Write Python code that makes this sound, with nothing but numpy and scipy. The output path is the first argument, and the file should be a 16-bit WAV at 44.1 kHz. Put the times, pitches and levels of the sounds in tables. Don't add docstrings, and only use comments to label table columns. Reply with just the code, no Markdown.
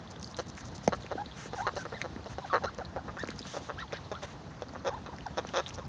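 import sys
import numpy as np
from scipy import signal
from scipy.io import wavfile
from scipy.ndimage import uniform_filter1d

SR = 44100
rng = np.random.default_rng(int(sys.argv[2]) if len(sys.argv) > 2 else 0)


def generate_wav(signal):
    frames = np.transpose(np.atleast_2d(signal))
    scaled = np.clip(frames, -1, 1) * 32767
    pcm = np.round(scaled).astype(np.int16)
    wavfile.write(sys.argv[1], SR, pcm)


N = 259308

# start t/s, length/s, gain/dB, extra gain of the lower band/dB
BURSTS = [(0.099, 0.026, -47.5, -13), (0.2, 0.097, -48.5, -11), (0.292, 0.043, -49, -7),
          (0.359, 0.077, -48, -1), (0.479, 0.02, -44.5, -8), (0.557, 0.068, -44.5, -1),
          (0.641, 0.046, -47, -7.5), (0.742, 0.031, -43.5, -12), (0.825, 0.044, -46.5, -6),
          (0.945, 0.03, -49, -14), (0.996, 0.048, -50, 0.5), (1.347, 0.148, -42.5, 1),
          (1.54, 0.1, -43.5, 0), (1.745, 0.092, -43, -4), (1.991, 0.026, -50, 6),
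          (2.286, 0.061, -46.5, 1.5), (2.452, 0.044, -49.0, 6), (3.174, 0.073, -50, 1),
          (3.272, 0.065, -59, 13.5), (3.377, 0.027, -43, -3), (3.439, 0.17, -42.5, -2),
          (3.599, 0.11, -50, -1), (3.792, 0.03, -57, 17), (3.929, 0.05, -55.5, 16.5),
          (4.215, 0.0472, -42.5, 4.5), (4.255, 0.093, -50.5, 4.5), (5.46, 0.05, -51.5, 8),
          (5.656, 0.062, -49, 6), (5.737, 0.016, -40.5, -34)]


def gain_of(db):
    return 10 ** (np.asarray(db) / 20)


def evened(x):
    return x / np.sqrt(np.mean(x ** 2) + 1e-20)


def read(points, hz):
    f, value = np.transpose(points)
    return np.interp(np.log(hz + 1), np.log(f + 1), value)


def add(mix, s, sound):
    part = mix[round(s * SR):][:len(sound)]
    part += sound[:len(part)]


def ring(x, modes, order=0):
    t = np.arange(1024) / SR
    response = np.zeros(len(t))
    for hz, width, db in modes:
        decay = np.exp(-np.pi * width * t)
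        response += gain_of(db) * (width * t) ** order * decay * np.sin(2 * np.pi * hz * t)
    return evened(signal.fftconvolve(x, response)[:len(x)])


def noise(colour, patchy_db, flicker_db):
    frames, hz = N // 128 + 5, np.fft.rfftfreq(512, 1 / SR)
    real, imaginary, patches = rng.standard_normal((frames, 257, 3)).T
    patches = uniform_filter1d(patches, 8, axis=0)
    patches = evened(uniform_filter1d(patches, 12, axis=1))
    flicker = evened(uniform_filter1d(rng.standard_normal(frames), 5))
    level_db = read(colour, hz)[:, None] + patchy_db * patches + flicker_db * flicker
    spectrum = (real + 1j * imaginary) * gain_of(level_db)
    return evened(signal.istft(spectrum, nperseg=512, noverlap=384)[1][:N])


def outdoor_rumble():
    # f/Hz, relative level/dB per Hz
    rumble_colour = [(30, -54.5), (55, 1.5), (100, 1.5), (200, -2.5), (350, -12), (800, -12), (1500, -19),
                     (2500, -24.5), (5000, -32.5)]
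    # t/s, level/dB
    deep_levels = [(0.0, -53), (0.87, -52), (1.19, -54), (1.51, -50), (2.21, -53), (2.82, -49), (3.52, -56),
                   (3.77, -52), (5.32, -53), (5.88, -48)]
    rumble = gain_of(-47.5) * noise(rumble_colour, patchy_db=1.5, flicker_db=1.07)
    lowpass = signal.butter(2, 140, fs=SR, output="sos")
    deep = signal.sosfiltfilt(lowpass, rumble)
    deep_db = np.interp(np.arange(N) / SR, *np.transpose(deep_levels))
    return rumble - deep + gain_of(deep_db) * evened(deep)


def drifting_hiss():
    # t/s, level/dB
    hiss_levels = [(0.0, -60), (0.28, -61), (1.75, -53), (2.24, -57.5), (2.41, -55), (2.93, -63.5),
                   (3.16, -62.5), (3.37, -56), (3.5, -46.5), (3.72, -57.5), (4.21, -56.5), (4.49, -63.5),
                   (5.27, -60), (5.6, -52.5), (5.88, -66)]
    # f/Hz, relative level/dB per Hz
    hiss_colour = [(300, -30.5), (1000, -9.5), (2500, -1), (4000, 5), (6000, -8.5), (10000, -1.5)]
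    level_db = np.interp(np.arange(N) / SR, *np.transpose(hiss_levels))
    return gain_of(level_db) * noise(hiss_colour, patchy_db=2.2, flicker_db=1.3)


def droplets(per_s, db):
    out, t = np.zeros(N), np.arange(400) / SR
    for hz in np.geomspace(900, 7000, 12):
        size_db = 4.1 * np.minimum(rng.exponential(1, N), 4)
        train = gain_of(size_db) * (rng.random(N) < per_s / 12 / SR)
        drop = np.sin(2 * np.pi * hz * t * (1 + 15 * t)) * np.exp(-t * hz / 5)
        out += signal.oaconvolve(train, drop)[:N]
    return gain_of(db) * out


def hiss_burst(length, db, tilt_db):
    air = rng.standard_normal(round(length * SR) + 64)
    low = signal.sosfilt(signal.butter(2, [900, 3800], "band", fs=SR, output="sos"), air)
    high = signal.sosfilt(signal.butter(2, 4600, "high", fs=SR, output="sos"), air)
    envelope = signal.windows.tukey(len(air), .5)
    return gain_of(db) * (gain_of(tilt_db) * low + high) * envelope


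def faint_ticks():
    count, stray_share = 30, 0.35
    which, place, size, pitch, stray = rng.random((count, 5)).T
    s, length = np.transpose(BURSTS)[:2, (which * len(BURSTS)).astype(int)]
    s = np.where(stray < stray_share, place * N / SR, s + place * length)
    db = np.interp(size, (0, 1), (-58, -49))
    hz = np.interp(pitch, (0, 1), (6200, 7400))
    return np.transpose([s, db, hz])


def click(db, hz):
    # f/Hz, t60/s
    click_t60 = [(1300, .0042), (2400, .0043), (3700, .0095), (5000, .009), (6000, .0065), (7500, .007)]
    # f/Hz, level/dB
    click_tick = [(1300, -32), (2200, -15.5), (3500, -21), (5200, -14), (6200, 3.5), (7500, 10.5)]
    t = np.arange(1500) / SR
    grit, waver = rng.standard_normal((2, len(t)))
    tick = evened(signal.lfilter([1, -.85], [1], grit))
    tick *= (t / 0.00053) * np.exp(1 - t / 0.00061)
    waver = evened(uniform_filter1d(waver, 40))
    pitch = hz * (1 - .3 * np.exp(-t / .0003) + .075 * waver)
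    angle = 2 * np.pi * np.cumsum(pitch) / SR
    decay = gain_of(-60 * t / max(read(click_t60, hz), .002))
    wet = np.sin(angle) * decay * (1 - np.exp(-t / 0.00033))
    return gain_of(db) * (wet + gain_of(read(click_tick, hz)) * tick)


def plop(db, hz):
    t60, full_sink, full_sink_hz = 0.023, 0.73, 660
    t = np.arange(2500) / SR
    sink = np.clip(full_sink * hz / full_sink_hz, 0, full_sink)
    pitch = hz * (1 - sink / (1 + np.exp((.003 - t) / 0.00029)))
    angle = 2 * np.pi * np.cumsum(pitch) / SR
    return -gain_of(db - 60 * t / t60) * np.sin(angle) * (1 - np.exp(-t / 0.00094))


def tank(x):
    t = np.arange(3000) / SR
    taps = rng.standard_normal(len(t)) * (rng.random(len(t)) < .05)
    taps *= gain_of(-60 * t / .06) * (t > .003)
    return signal.oaconvolve(x, taps / np.linalg.norm(taps))[:N]


def peep(rows):
    # f/Hz, half width/Hz, level/dB
    octave_lift = [(1437, 160, -5), (3880, 220, -1)]
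    s, hz, db = np.transpose(rows)
    t = np.arange(s[0], s[-1], 1 / SR)
    wobble = evened(uniform_filter1d(rng.standard_normal((2, len(t))), 150))
    hz = uniform_filter1d(np.interp(t, s, hz), 200) * (1 + 0.034 * wobble[0])
    angle = 2 * np.pi * np.cumsum(hz) / SR
    octave = sum(gain_of(lift_db) / (1 + ((2 * hz - f) / width) ** 2)
                 for f, width, lift_db in octave_lift)
    tone = np.sin(angle) + octave * np.sin(2 * angle)
    for k, overtone_db in (3, -13.5), (4, -19):
        for f, share in (3900, 1), (5300, .35):
            resonance = share / (1 + ((k * hz - f) / 500) ** 2)
            tone += gain_of(overtone_db) * resonance * np.sin(k * angle)
    level = np.sqrt(2) * gain_of(np.interp(t, s, db) + 2.5 * wobble[1])
    return s[0], level * tone * signal.windows.tukey(len(t), .2)


def grunt(s, length, db, first_hz, upper_db, rasp_db):
    # f/Hz, width/Hz, level/dB
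    lower_modes = [(300, 210, -12.5), (572.5, 119, 8.5), (774, 180, 4), (920, 120, -8.5)]
    upper_modes = [(1214, 410, 13.5), (1390, 61, -14), (1680, 160, -4), (2540, 250, -12)]
    sizzle_modes = [(5450, 900, 0), (6000, 1200, 0)]
    # t/s, f/Hz
    rasp_pitch = [(0, 4200), (2.8, 4000), (3.2, 3550), (5.88, 3550)]
    t = np.arange(0, length + 0.012, 1 / SR)
    jitter, size = rng.standard_normal((2, 32))
    opening = 1 / (1 + np.exp(0.5 - upper_db))
    rasp_hz = np.interp(s, *np.transpose(rasp_pitch))
    sizzle_db = -5 - 6 * opening

    change = 0.05 - 0.62 * opening
    turns = np.cumsum(first_hz * (1 + change * np.minimum(t / length, 1) ** 2)) / SR
    turns += .055 * np.interp(turns, np.arange(32), jitter - jitter[0])
    cycle = np.maximum.accumulate(np.floor(turns)).astype(int)

    snap_s = 0.013
    swell = max(0.8 * (1 - opening / 2) * (length - snap_s), 1 / SR)
    start, end = max(1 - swell / snap_s, .5), 0.6 - 0.27 * opening
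    effort = np.interp(t, [0, swell, length + .002, length + .003], [start, 1, end, 0])
    effort *= gain_of(1.3 * size[np.clip(cycle, 0, 31)])

    pulses = -effort * (np.diff(cycle, prepend=-1) > 0)
    air = effort * np.exp(-(turns % 1) / .35) * rng.standard_normal(len(t))
    delay = round(SR * rng.uniform(.0018, .003))
    flutter = np.roll(pulses, delay) * rng.uniform(-.5, .5, len(t))
    drive = pulses + flutter + .045 * air
    body = ring(drive, lower_modes) + gain_of(upper_db) * ring(drive, upper_modes)
    bill = signal.butter(2, [330, 2600], "band", fs=SR, output="sos")
    body = signal.sosfiltfilt(bill, np.pad(body, 300))[300:-300]

    harsh = effort * (pulses + 0.45 * air)
    rasp = ring(harsh, [(rasp_hz, 560, 0), (0.693 * rasp_hz, 500, -5)], order=1)
    rasp += gain_of(sizzle_db) * ring(harsh, sizzle_modes, order=1)
    return gain_of(db) * (evened(body) + gain_of(rasp_db) * rasp)


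def scene():
    # t/s, level before decay/dB, ring f/Hz
    clicks = [(0.0751, -38.5, 3640), (0.1115, -44, 7260), (0.1197, -47, 7000), (0.1614, -36, 3600),
              (0.1968, -38, 5930), (0.2128, -40, 5860), (0.2285, -31.5, 6360), (0.2439, -27.5, 4900),
              (0.2751, -37, 4600), (0.313, -41, 5800), (0.3447, -31, 3730), (0.3672, -34.5, 6400),
              (0.3727, -37, 6500), (0.4996, -41.5, 6660), (0.551, -46, 7200), (0.571, -44, 7240),
              (0.5774, -27, 2440), (0.5824, -28.5, 1930), (0.6076, -39, 6230), (0.6545, -42, 6500),
              (0.6842, -47, 7240), (0.7523, -46, 7060), (0.7598, -46, 7000), (0.7805, -45, 7000),
              (0.8453, -45, 7100), (0.8648, -40, 5700), (0.8772, -25, 6400), (0.8775, -14.5, 2280),
              (0.879, -21, 1300), (0.8912, -40, 4630), (1.0232, -37, 4130), (1.0339, -39, 3620),
              (1.0643, -24.5, 2400), (1.2599, -31.5, 4240), (1.3135, -35, 3450), (1.3217, -34.5, 3270),
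              (1.6021, -31, 1662), (1.6208, -30, 2410), (1.7563, -39, 6550), (2.0159, -11, 2350),
              (2.016, -27, 1200), (2.0204, -28, 4140), (2.1628, -29, 1850), (2.243, -40, 4300),
              (2.27, -39, 3000), (2.7468, -46, 7240), (2.7815, -40, 6050), (2.8498, -33, 4300),
              (2.855, -34, 4500), (3.1955, -42.5, 6890), (3.2279, -34, 4420), (3.2381, -18.5, 1310),
              (3.2444, -37, 4650), (3.2549, -31, 2410), (3.2743, -38, 6960), (3.2873, -20, 2120),
              (3.304, -38, 7530), (3.3045, -33, 4500), (3.2745, -30, 1500), (3.302, -30, 1400),
              (3.3157, -26, 1830), (3.3604, -45, 6630), (3.3915, -27, 4820), (3.4167, -43, 6720),
              (3.4282, -32.5, 4000), (3.4531, -29, 1550), (3.4696, -38.5, 6600), (3.7896, -30, 3200),
              (3.8802, -38, 3080), (3.9237, -21, 2420), (3.935, -37.5, 5200), (3.9705, -34, 4170),
              (4.1521, -33, 3350), (4.2308, -38, 6330), (4.6846, -42, 5600), (4.6913, -41, 4600),
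              (4.7357, -50, 7060), (5.1635, -41, 5600), (5.185, -28, 2030), (5.2077, -32.5, 3070),
              (5.1855, -42, 5500), (5.2653, -35, 5670), (5.2847, -33, 1695), (5.4491, -24, 1350),
              (5.4701, -37, 5500), (5.49, -30.5, 3130), (5.49, -38, 5700), (5.6624, -24, 3600),
              (5.6679, -29, 3600), (5.674, -34, 3800), (5.6813, -43, 7316), (5.6901, -38, 7100),
              (5.6951, -33.5, 5500), (5.707, -29, 2660), (5.7454, -38, 5400), (5.7564, -35, 5500),
              (5.8522, -42, 5260)]
    # t/s, level before decay/dB, starting f/Hz
    plops = [(0.167, -32.5, 330), (0.877, -7, 662.7), (1.045, -32, 480), (1.154, -24, 453),
             (1.263, -35, 380), (1.458, -32.5, 500), (1.737, -33, 500), (2.162, -26.5, 307),
             (2.194, -35.5, 422), (3.235, -22, 497), (3.289, -26, 450), (3.339, -35, 370),
             (3.407, -30.5, 320), (4.736, -32.5, 750), (5.088, -31.5, 544), (5.213, -34, 280),
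             (5.449, -29, 664)]
    # t/s, f/Hz, level/dB
    peeps = [
        [(1.175, 692, -38), (1.19, 800, -41.5), (1.22, 852, -38), (1.23, 832, -54)],
        [(1.558, 854, -44), (1.575, 857, -46.5), (1.595, 703, -40.5), (1.61, 805, -38), (1.635, 986, -43),
         (1.645, 870, -45), (1.652, 1140, -48), (1.665, 960, -28)],
        [(1.785, 1553, -48.5), (1.835, 1464, -47)],
        [(1.935, 1636, -49), (1.955, 2090, -53), (1.985, 1630, -47)],
        [(2.415, 1052, -51), (2.44, 969, -49), (2.452, 732, -43.5), (2.468, 540, -54)],
        [(2.498, 1346, -42), (2.508, 1210, -43), (2.522, 1182, -39.5), (2.535, 1050, -33)],
        [(2.622, 900, -47), (2.637, 640, -38)],
        [(2.664, 1300, -44), (2.678, 1450, -37), (2.688, 1500, -45), (2.7, 910, -45)],
        [(2.8, 967, -57), (2.82, 692, -39.5), (2.837, 528, -66)],
        [(2.978, 836, -38), (2.99, 714, -43.5), (3.003, 724, -63)],
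        [(3.183, 1370, -45.5), (3.2, 1780, -41.5), (3.225, 1800, -50), (3.24, 1478, -48)],
        [(3.77, 910, -48), (3.787, 1577, -43), (3.8, 1860, -46), (3.823, 1870, -48.5), (3.835, 1740, -53)],
        [(3.82, 1494, -40.5), (3.845, 884, -53.5), (3.862, 780, -56)],
        [(3.94, 1510, -43), (3.96, 1717, -57), (3.98, 1950, -54), (3.99, 1183, -48.5), (4.002, 836, -57)],
        [(4.135, 1050, -50), (4.165, 1440, -47.5), (4.182, 1435, -48)],
        [(4.895, 1387, -42.5), (4.91, 939, -47), (4.93, 786, -46), (4.945, 910, -40), (4.957, 1080, -51.5),
         (4.987, 700, -46)],
        [(5.09, 936, -37), (5.11, 1030, -68), (5.123, 1075, -54), (5.135, 834, -42), (5.155, 582, -66)],
        [(5.256, 1046, -47), (5.268, 824, -36.5), (5.287, 510, -62)],
        [(5.793, 990, -54), (5.81, 1065, -55), (5.833, 918, -48.5)],
    ]
    # t/s, length/s, voice level/dB, first pulse rate f/Hz,
    # upper throat relative to lower/dB, rasp relative to voice/dB
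    grunts = [(0.388, 0.0185, -37.5, 165.2, -6.5, -9), (0.9232, 0.024, -35.5, 198.5, 3, -13.5),
              (1.1098, 0.022, -37.5, 189.8, -10, -21), (1.5332, 0.0116, -40.5, 165.4, -9, -16),
              (1.6682, 0.024, -32.5, 211.8, 10, -14), (1.7652, 0.0163, -38, 190, -9, -11),
              (1.8531, 0.015, -42.5, 184, 1, -26), (1.923, 0.016, -42, 219.6, -4, -27),
              (2.0427, 0.0176, -41, 165, -7, -20), (2.2599, 0.0126, -45, 211, -19, -14),
              (2.3839, 0.012, -39.5, 155.1, -13, -18.5), (2.5307, 0.0488, -29, 201.9, 8, -20),
              (2.6377, 0.02, -35, 198, -4, -13), (2.7859, 0.013, -41, 145, -7, -18),
              (2.9625, 0.012, -37.5, 172.9, -14, -28), (3.0808, 0.026, -45, 227.3, 7, -30),
              (3.1696, 0.015, -45.5, 216, 11, -17), (3.5389, 0.0159, -43.5, 200, -7, -14),
              (3.5671, 0.01, -38, 170, -8, -16), (3.6887, 0.0303, -40.5, 157.6, 2, -21),
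              (3.9293, 0.0088, -38, 228.7, -6.5, -12), (4.116, 0.014, -38.5, 200, -11, -14),
              (4.2247, 0.022, -45, 190, -22, -8), (4.6213, 0.0076, -39.5, 138, -22, -14),
              (4.7511, 0.023, -46.5, 181.5, 4.5, -35), (4.8487, 0.044, -34, 180, -9.5, -13),
              (5.0624, 0.017, -48.5, 210, 12, -7), (5.3731, 0.026, -34.5, 168, -6, -10.5),
              (5.5374, 0.067, -33, 179.8, -1.5, -8.5), (5.7783, 0.0193, -44.5, 174.6, -4, -14)]
    near = droplets(per_s=180, db=-67.5)
    for table, source in (BURSTS, hiss_burst), (faint_ticks(), click), (clicks, click), (plops, plop):
        for s, *row in table:
            add(near, s, source(*row))
    for rows in peeps:
        add(near, *peep(rows))
    for row in grunts:
        add(near, row[0], grunt(*row))
    echo = gain_of(-13) * tank(near)
    return (near + echo + drifting_hiss() + outdoor_rumble())[None]


def record(dry):
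    # f/Hz, level/dB
    microphone = [(1900, 2.5), (2300, -2), (6300, 3.5), (7200, -6.5), (8000, -23), (8800, -18.5),
                  (9600, -26.5), (10200, -42)]
    hz = np.linspace(0, SR / 2, 513)
    colour = signal.firwin2(511, hz, gain_of(read(microphone, hz)), fs=SR)
    out = signal.oaconvolve(dry, colour[None], "same")
    out = signal.sosfilt(signal.butter(7, 50, "high", fs=SR, output="sos"), out)
    band_limit = signal.firwin(511, 10150, window=("kaiser", 9), fs=SR)
    return signal.oaconvolve(out, band_limit[None], "same")


dry = scene()
out = record(dry)
generate_wav(out)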